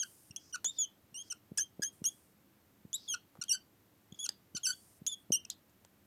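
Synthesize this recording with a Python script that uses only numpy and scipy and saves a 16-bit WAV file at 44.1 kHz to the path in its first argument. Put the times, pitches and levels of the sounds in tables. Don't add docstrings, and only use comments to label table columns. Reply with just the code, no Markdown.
import sys
import numpy as np
from scipy import signal
from scipy.fft import rfft, irfft
from scipy.io import wavfile
from scipy.ndimage import map_coordinates

SR = 44100
rng = np.random.default_rng(int(sys.argv[2]) if len(sys.argv) > 2 else 0)


def to_wav(sig):
    pcm = np.clip(np.atleast_2d(sig), -1, 1) * 32767
    pcm = np.round(pcm).astype(np.int16)
    wavfile.write(sys.argv[1], SR, pcm.T)


N = 267422
TOP_HZ = 16000


def stick_slip(times, slip_hz, level_db, fundamental_db, upper_db, half_db, undertone_db,
               firm_db=-27, grit_db=-37, attack_s=0.00042, release_s=0.0012):
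    # f/Hz, gain/dB
    radiation = [(500, -20.5), (1000, -23), (1300.0, -12), (1600.0, -14.5), (2000, -20), (2400, -15.5),
                 (3000.0, -16), (3700.0, -11.5), (4600.0, -9.5), (5600.0, -3.5), (6600.0, -2.5),
                 (7600.0, -15), (8800.0, -13), (10000.0, -20.5), (10800.0, -19), (11800.0, -21.5),
                 (13500.0, -23), (15500.0, -38.5)]
    age = np.arange(int((times[-1] - times[0] + 6 * release_s) * SR)) / SR
    t = times[0] + age
    hz = np.interp(t, times, slip_hz)
    db = 20 * np.log10(np.interp(t, times, undb(level_db)))
    growing_db = half_db - 6.5 * np.exp(-age / 0.0026)
    settling_db = -12.5 - 20 / np.log(10) * age / 0.0021
    half_db = np.maximum(growing_db, settling_db)
    light_db = np.minimum(firm_db - db, 28)
    fundamental_db = fundamental_db + 0.77 * light_db
    upper_db = upper_db + 0.26 * light_db + 2.5 * (3107 - hz) / 1000
    highest_db = np.minimum(upper_db, 8) - 1 - 0.55 * np.maximum(light_db, 0) * (half_db < 0)
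    jitter = 0.0019 + 0.0068 * np.minimum(undb(half_db), 1)
    phase = 2 * np.pi * np.cumsum(hz * (1 + jitter * wander(t, 900))) / SR
    order_db = {0.5: undertone_db, 1: fundamental_db, 1.5: 0, 2: 0, 2.5: upper_db, 3: upper_db}
    tone = 0
    for k in np.arange(1, 12) / 2:
        partial_db = order_db.get(k, highest_db - 12 * max(k - 4, 0)) + half_db * (k % 1 > 0)
        wave = np.sqrt(2) * np.sin(k * phase + 2 * np.pi * rng.random())
        tone = tone + undb(partial_db) * gain_at(k * hz, radiation) * (k * hz < TOP_HZ) * wave
    scrape = rng.standard_normal(len(t)) * (1 + np.cos(phase))
    scrape = shaped(scrape, lambda f: gain_at(f, radiation))
    grit = unit(butter(scrape, 1800, "high"))
    gate = (1 - np.exp(-age / attack_s)) * np.exp(-np.maximum(t - times[-1], 0) / release_s)
    shimmer_db = 1.82 * wander(t, 272)
    return (tone + undb(grit_db) * grit) * gate * undb(db + shimmer_db)


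def squeaks():
    # [(t/s, slip rate/Hz, drive level/dB), ...]
    strokes = [ (-2.5, -8, [(0.0, 3290, -27.5), (0.012, 3240, -32), (0.0236, 3050, -33.5),
               (0.0313, 2720, -39)]), (-6.5, 0.5, [(0.3615, 2700, -32.5), (0.3642, 3030, -34),
               (0.371, 3376, -53.5), (0.386, 3260, -61)]), (-8, -4, [(0.526, 3040, -62.5),
               (0.5304, 2980, -43.5), (0.5432, 2855, -37.5)]), (-3.5, -11.5, [(0.645, 3310, -40),
               (0.651, 3510, -23.5), (0.6558, 2924, -36.5), (0.6613, 3450, -23.5), (0.6703, 3390, -26.5),
               (0.6802, 3626, -28.5), (0.7011, 3670, -35), (0.712, 3670, -57)]),
               (-3, -10.5, [(0.765, 3750, -69), (0.7845, 3540, -60), (0.7874, 3460, -27.5),
               (0.803, 3425, -26.5), (0.8172, 3398, -27), (0.828, 3300, -28.5), (0.854, 3020, -65)]),
               (-6.5, 1, [(1.143, 2815, -48.5), (1.1653, 2850, -42.5), (1.187, 3150, -45),
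               (1.224, 3296, -46.5)]), (-6.5, -2, [(1.3, 3135, -45), (1.3103, 3060, -34.5),
               (1.3221, 2640, -37)]), (-5, 9, [(1.5745, 3190, -29.5), (1.5838, 2530, -27.5)]),
               (-9.5, -3.5, [(1.5947, 3100, -24), (1.6016, 2840, -32), (1.6095, 3127, -29),
               (1.637, 3180, -44), (1.648, 3220, -70)]), (-10, -2, [(1.8357, 2906, -26.5),
               (1.8407, 3180, -32), (1.8515, 3126, -33.5), (1.8752, 3290, -39.5), (1.895, 3230, -66)]),
               (-6, 2.5, [(2.042, 2950, -31.5), (2.0475, 2900, -37.5), (2.053, 2770, -27.5),
               (2.0619, 3275, -25), (2.0687, 3192, -26.5), (2.082, 3320, -30), (2.094, 3380, -51.5)]),
               (-3, 0, [(2.93, 2970, -27), (2.9323, 3420, -41), (2.939, 3420, -32), (2.9468, 3690, -20.5),
               (2.9516, 3810, -22.5), (2.9632, 3880, -38), (2.97, 3920, -61)]),
               (0.5, 1, [(3.078, 3605, -62.5), (3.0845, 3470, -50.5), (3.0873, 3310, -38.5),
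               (3.1128, 3237, -35.5), (3.1345, 2990, -32), (3.1412, 2630, -41)]),
               (-1, 1.5, [(3.482, 3255, -47.5), (3.491, 3233, -56.5), (3.4953, 2970, -30),
               (3.5113, 2734, -29.5), (3.5172, 2780, -24), (3.531, 3080, -30)]),
               (-3.5, 4.5, [(4.1895, 3310, -49), (4.2, 3314, -42), (4.219, 3440, -45),
               (4.2365, 3370, -40.5), (4.249, 3220, -34), (4.259, 2700, -43)]),
               (-3, 0.5, [(4.632, 3350, -44), (4.6423, 3230, -35.5), (4.6551, 2845, -29.5),
               (4.6659, 2600, -28)]), (-1.5, 1, [(5.065, 2710, -30), (5.0714, 3480, -26),
               (5.0783, 3240, -25), (5.0863, 3567, -35.5), (5.115, 3510, -59.5), (5.126, 3410, -36),
               (5.148, 3280, -56)]), (1, 1, [(5.32, 2740, -23), (5.3272, 3177, -28), (5.34, 2867, -25.5),
               (5.355, 2805, -27.5), (5.368, 3110, -41), (5.381, 3030, -68.5)]),
               (-1.5, 2.5, [(5.5005, 2960, -34.5), (5.5025, 3780, -20), (5.505, 4140, -39),
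               (5.508, 4180, -50)]), ]
    out = np.zeros(N)
    for fundamental_db, upper_db, curve in strokes:
        times, hz, db = np.transpose(curve)
        add(out, times[0], stick_slip(times, hz, db, fundamental_db, upper_db, half_db=-44, undertone_db=-5))
    return out


def squawks(swell_s=0.0022, arch_hz_per_s=1900, bend_power=5.1, wobble=0.0028):
    # t/s, length/s, held f/Hz, last f/Hz, drive level/dB, fade/dB, half orders/dB,
    # extra gain of the undertone at f/2 /dB, upper partials/dB
    drags = [(0.0305, 0.0085, 3095, 2840, -35.5, 10, 7, 4, -5.5),
             (0.543, .0175, 2930, 2480, -36, 11, 1, 11, -4.5),
             (1.323, 0.0057, 2870, 2550, -32.5, 7, -7.5, 8.5, 1.5),
             (1.5833, .009, 3354, 3220, -23.5, 4, -6.5, 9, -4.5),
             (1.8204, 0.014, 3286, 3410, -31, 0.5, 2, 7.5, -0.5),
             (3.1398, 0.0099, 2913, 2625, -32, 7.5, 1.5, 7, -9),
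             (3.414, .013, 2853, 2430, -31.5, 8.5, 0.5, -3, -4.5),
             (3.4378, 0.0042, 3000, 3300, -34.5, 15.5, 5, -11, 1),
             (3.528, 0.028, 3056, 3014, -34, 12, 12, -19, -4),
             (3.547, 0.027, 3008, 3000, -44, 16, 9.5, 3, -14),
             (4.259, 0.0066, 2970, 2660, -36, 0.5, 4.5, -8, -3),
             (4.2907, 0.0044, 3210, 3440, -26.5, 25, 17, -14.5, -8),
             (4.549, 0.022, 3030, 2410, -37, -3.5, -1.5, -7.5, -8),
             (4.572, 0.012, 2856, 3280, -40.5, 19, 11.5, -7, -4),
             (4.665, 0.026, 3003, 3170, -30, 7.5, 5, -6, 0.5),
             (4.686, 0.018, 3004, 2940, -39.5, 1.5, 5, 4.5, 1),
             (4.702, 0.023, 2990, 3160, -36, 23, 14, -3.5, -6)]
    out, progress = np.zeros(N), np.linspace(0, 1, 20)
    for start, length, held_hz, last_hz, db, fade_db, half_db, undertone_db, upper_db in drags:
        age = length * progress
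        arch_hz = arch_hz_per_s * length * np.sin(np.pi * progress)
        bend_hz = (last_hz - held_hz) * progress ** bend_power
        hz = (held_hz + bend_hz + arch_hz) * (1 + wobble * wander(age, 150))
        level_db = db - 4 * np.exp(-age / swell_s) - fade_db * progress ** 1.8
        add(out, start, stick_slip(start + age, hz, level_db, fundamental_db=-8, upper_db=upper_db,
                                   half_db=half_db, undertone_db=undertone_db))
    return out


def chirps(fade_db=8):
    # t/s, length/s, first f/Hz, last f/Hz, drive level/dB
    grazes = [(0.309, 0.0056, 2880, 2730, -40.5), (4.123, 0.0043, 3220, 3440, -51),
              (4.145, 0.0089, 3350, 3430, -55.5), (4.726, 0.014, 3200, 3420, -45),
              (5.45, 0.0042, 3140, 2580, -36.5)]
    out = np.zeros(N)
    for start, length, first_hz, last_hz, db in grazes:
        add(out, start, stick_slip([start, start + length], [first_hz, last_hz], [db, db - fade_db],
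                                   fundamental_db=-7, upper_db=-5, half_db=-20, undertone_db=0))
    return out


def thuds(board_hz=105, lag_s=0.0013):
    # t/s, peak level/dB, width of the force pulse/ms
    landings = [(0.3055, -46.5, 3.4), (1.127, -53, 2.9), (1.5176, -36.5, 1.28), (1.7947, -33.5, 0.8),
                (2.0179, -37, 1.34), (2.851, -42, 1.6), (3.39, -45, 1.85), (4.1233, -41.5, 1.8),
                (4.548, -39, 1.44), (5.018, -41.5, 1.7), (5.304, -29, 0.79)]
    # f/Hz, gain/dB
    board = [(40, -20.5), (70, -8), (110, -5), (180, 3), (330, 0.5), (600, 2), (800, -3.5), (1500, -16.5)]
    out, t = np.zeros(N), np.arange(SR // 10) / SR - 0.02
    for start, db, width_ms in landings:
        push = np.exp(-2 * np.hypot(t / (width_ms / 1000), 0.5))
        swing = butter(push, board_hz, "high", order=3)
        pressure = -shaped(swing, lambda f: gain_at(f, board))
        add(out, start + lag_s + t[0], undb(db) * pressure / np.abs(pressure).max())
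    return out


def ticks(bass_cut_hz=200):
    # t/s, level/dB, decay time/ms, gain of the low knock/dB
    snaps = [(0.6443, -31.5, 2.6, -3), (1.5739, -39.5, 6.7, -8.5), (1.8337, -41, 3.3, -14),
             (2.0412, -36.5, 2, -4.5), (2.93, -52, 1.5, -5.5), (3.354, -75.5, 4.8, 28),
             (3.372, -71.5, 2.3, 23.5), (4.29, -34.5, 3.3, -2.5), (5.065, -34.5, 3.2, -34),
             (5.318, -59, 1.8, -8), (5.4996, -50, 3.3, -1), (5.695, -71.5, 7.8, -16.5),
             (5.849, -51, 1.87, 9)]
    # f/Hz, relative density/dB
    spectrum = [(150, -15), (500, -0.5), (1500, -6.5), (2300, -10.5), (4000, -6), (6200, -2), (8000, -1),
                (11000, -11), (15000, -19.5)]
    out, t = np.zeros(N), np.arange(SR // 16) / SR
    for start, db, decay_ms, knock_db in snaps:
        crack = unit(shaped(rng.standard_normal(len(t)), lambda f: gain_at(f, spectrum)))
        crack = shaped(crack, lambda f: gain_at(f, [(1100, knock_db), (3000, 0.0079)]))
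        add(out, start, undb(db) * crack * np.exp(-1000 * t / decay_ms))
    return butter(out, bass_cut_hz, "high")


def rubs(flutter_db=0.5, edge_s=0.012):
    # start/s, end/s, mid-stroke level/dB, fall over the stroke/dB, tip resonance/Hz, width/Hz
    slides = [(0.008, 0.31, -64.5, 7, 10300, 11700), (0.386, 0.525, -67, 0, 5800, 2200),
              (0.706, 0.79, -65.5, -9, 4640, 2820), (1.156, 1.299, -71, -17, 5430, 3390),
              (1.918, 2.028, -71.5, 10, 9700, 9280), (2.085, 2.337, -72, 17, 9380, 9050),
              (2.95, 3.102, -63, -1, 4400, 2020), (4.148, 4.28, -71, -8.5, 5240, 3940),
              (4.718, 4.998, -67, 8, 9450, 11000), (5.073, 5.152, -68.5, 1, 4500, 2140),
              (5.148, 5.244, -76, -4, 9500, 5060), (5.499, 5.546, -56.5, 35, 4130, 1900)]
    # f/Hz, width/Hz, gain/dB
    pen_modes = [(3200, 400, -3.5), (5000, 670, 3), (6340, 4200, -1), (8700, 590, 3.5), (9700, 680, 1.5),
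                 (12000, 870, 1), (13000, 860, -11)]
    out = np.zeros(N)
    for start, end, db, fade_db, hz, width_hz in slides:
        t = np.arange(int((end - start) * SR)) / SR
        hiss = shaped(rng.standard_normal(len(t)), lambda f: resonance(f, hz, width_hz) ** 2)
        hiss = shaped(hiss, lambda f: np.sqrt(sum((undb(gain) * resonance(f, centre, width)) ** 2
                                                  for centre, width, gain in pen_modes)))
        edges = np.clip(np.minimum(t, t[-1] - t) / edge_s, 0, 1)
        level_db = db + fade_db * (0.5 - t / t[-1]) + flutter_db * wander(t, 155)
        add(out, start, unit(hiss) * edges * undb(level_db))
    return out


def reverberation(x, first_echo_s=0.0017, build_s=0.004):
    # f/Hz, gain/dB, T60/s
    bands = [(71.8, -29.5, 0.31), (200, -18.5, 1), (586, -15.5, 0.27), (1500, -6, 0.067), (2400, -7, 0.069),
             (3170, -10, 0.21), (5150, -26.5, 0.25), (5100, -25.5, 0.22), (6590, -24, 0.13),
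             (9700, -19.5, 0.12), (15000, -28, .22)]
    hz, db, t60 = np.transpose(bands)
    t = np.arange(SR // 2) / SR
    noise, response = rng.standard_normal(len(t)), 0
    onset = 1 - np.exp(-np.maximum(t - first_echo_s, 0) / build_s)
    for share, band_db, band_t60 in zip(np.eye(len(hz)), db, t60):
        band = shaped(noise, lambda f: np.interp(np.log(f + 1), np.log(hz), share))
        fade = onset * np.exp(-np.log(1000) * t / band_t60)
        response = response + undb(band_db) * band * fade / np.linalg.norm(fade)
    return signal.fftconvolve(x, response)[:N]


def noise_floor(level_db=-68):
    # f/Hz, relative density/dB
    spectrum = [(20, -36), (38, -12), (52, -19), (85, -0.5), (150, -5.5), (205, -1), (240, -7), (300, -3),
                (400, -10.5), (750, -15), (2000, -20.5), (5000, -26.5), (13500, -28.5), (16000, -34.5)]
    return undb(level_db) * unit(shaped(rng.standard_normal(N), lambda f: gain_at(f, spectrum)))


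def whine(hz=14400, flips_per_s=50, gain_db=-76.5):
    t = np.arange(N) / SR
    tone = unit(np.sin(2 * np.pi * hz * t) * np.sign(np.sin(np.pi * flips_per_s * t)))
    return undb(gain_db) * butter(tone, 13000, "high", order=4)


def undb(db):
    return 10 ** (np.asarray(db) / 20)


def unit(x):
    return x / np.sqrt(np.mean(x ** 2))


def gain_at(hz, points):
    f, db = np.transpose(points)
    return undb(np.interp(np.log(np.maximum(hz, 1)), np.log(f), db))


def resonance(f, hz, width_hz):
    return f * width_hz / np.hypot(f * width_hz, f ** 2 - hz ** 2)


def shaped(x, response):
    return irfft(rfft(x) * response(np.arange(len(x) // 2 + 1) * SR / len(x)), len(x))


def butter(x, hz, kind, order=2):
    return signal.sosfilt(signal.butter(order, min(hz, 0.45 * SR), kind, fs=SR, output="sos"), x)


def wander(t, rate):
    return map_coordinates(rng.standard_normal(4096), [(t - t[0]) * rate], order=3, mode="wrap")


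def add(track, start, sound):
    i = max(int(start * SR), 0)
    track[i:i + len(sound)] += sound[:max(N - i, 0)]


def scene():
    marker = squeaks() + chirps() + squawks() + thuds() + ticks() + rubs()
    return (marker + reverberation(marker) + noise_floor() + whine())[None]


def record(dry):
    return signal.sosfilt(signal.ellip(8, 0.2, 70, TOP_HZ, fs=SR, output="sos"), dry)


dry = scene()
out = record(dry)
to_wav(out)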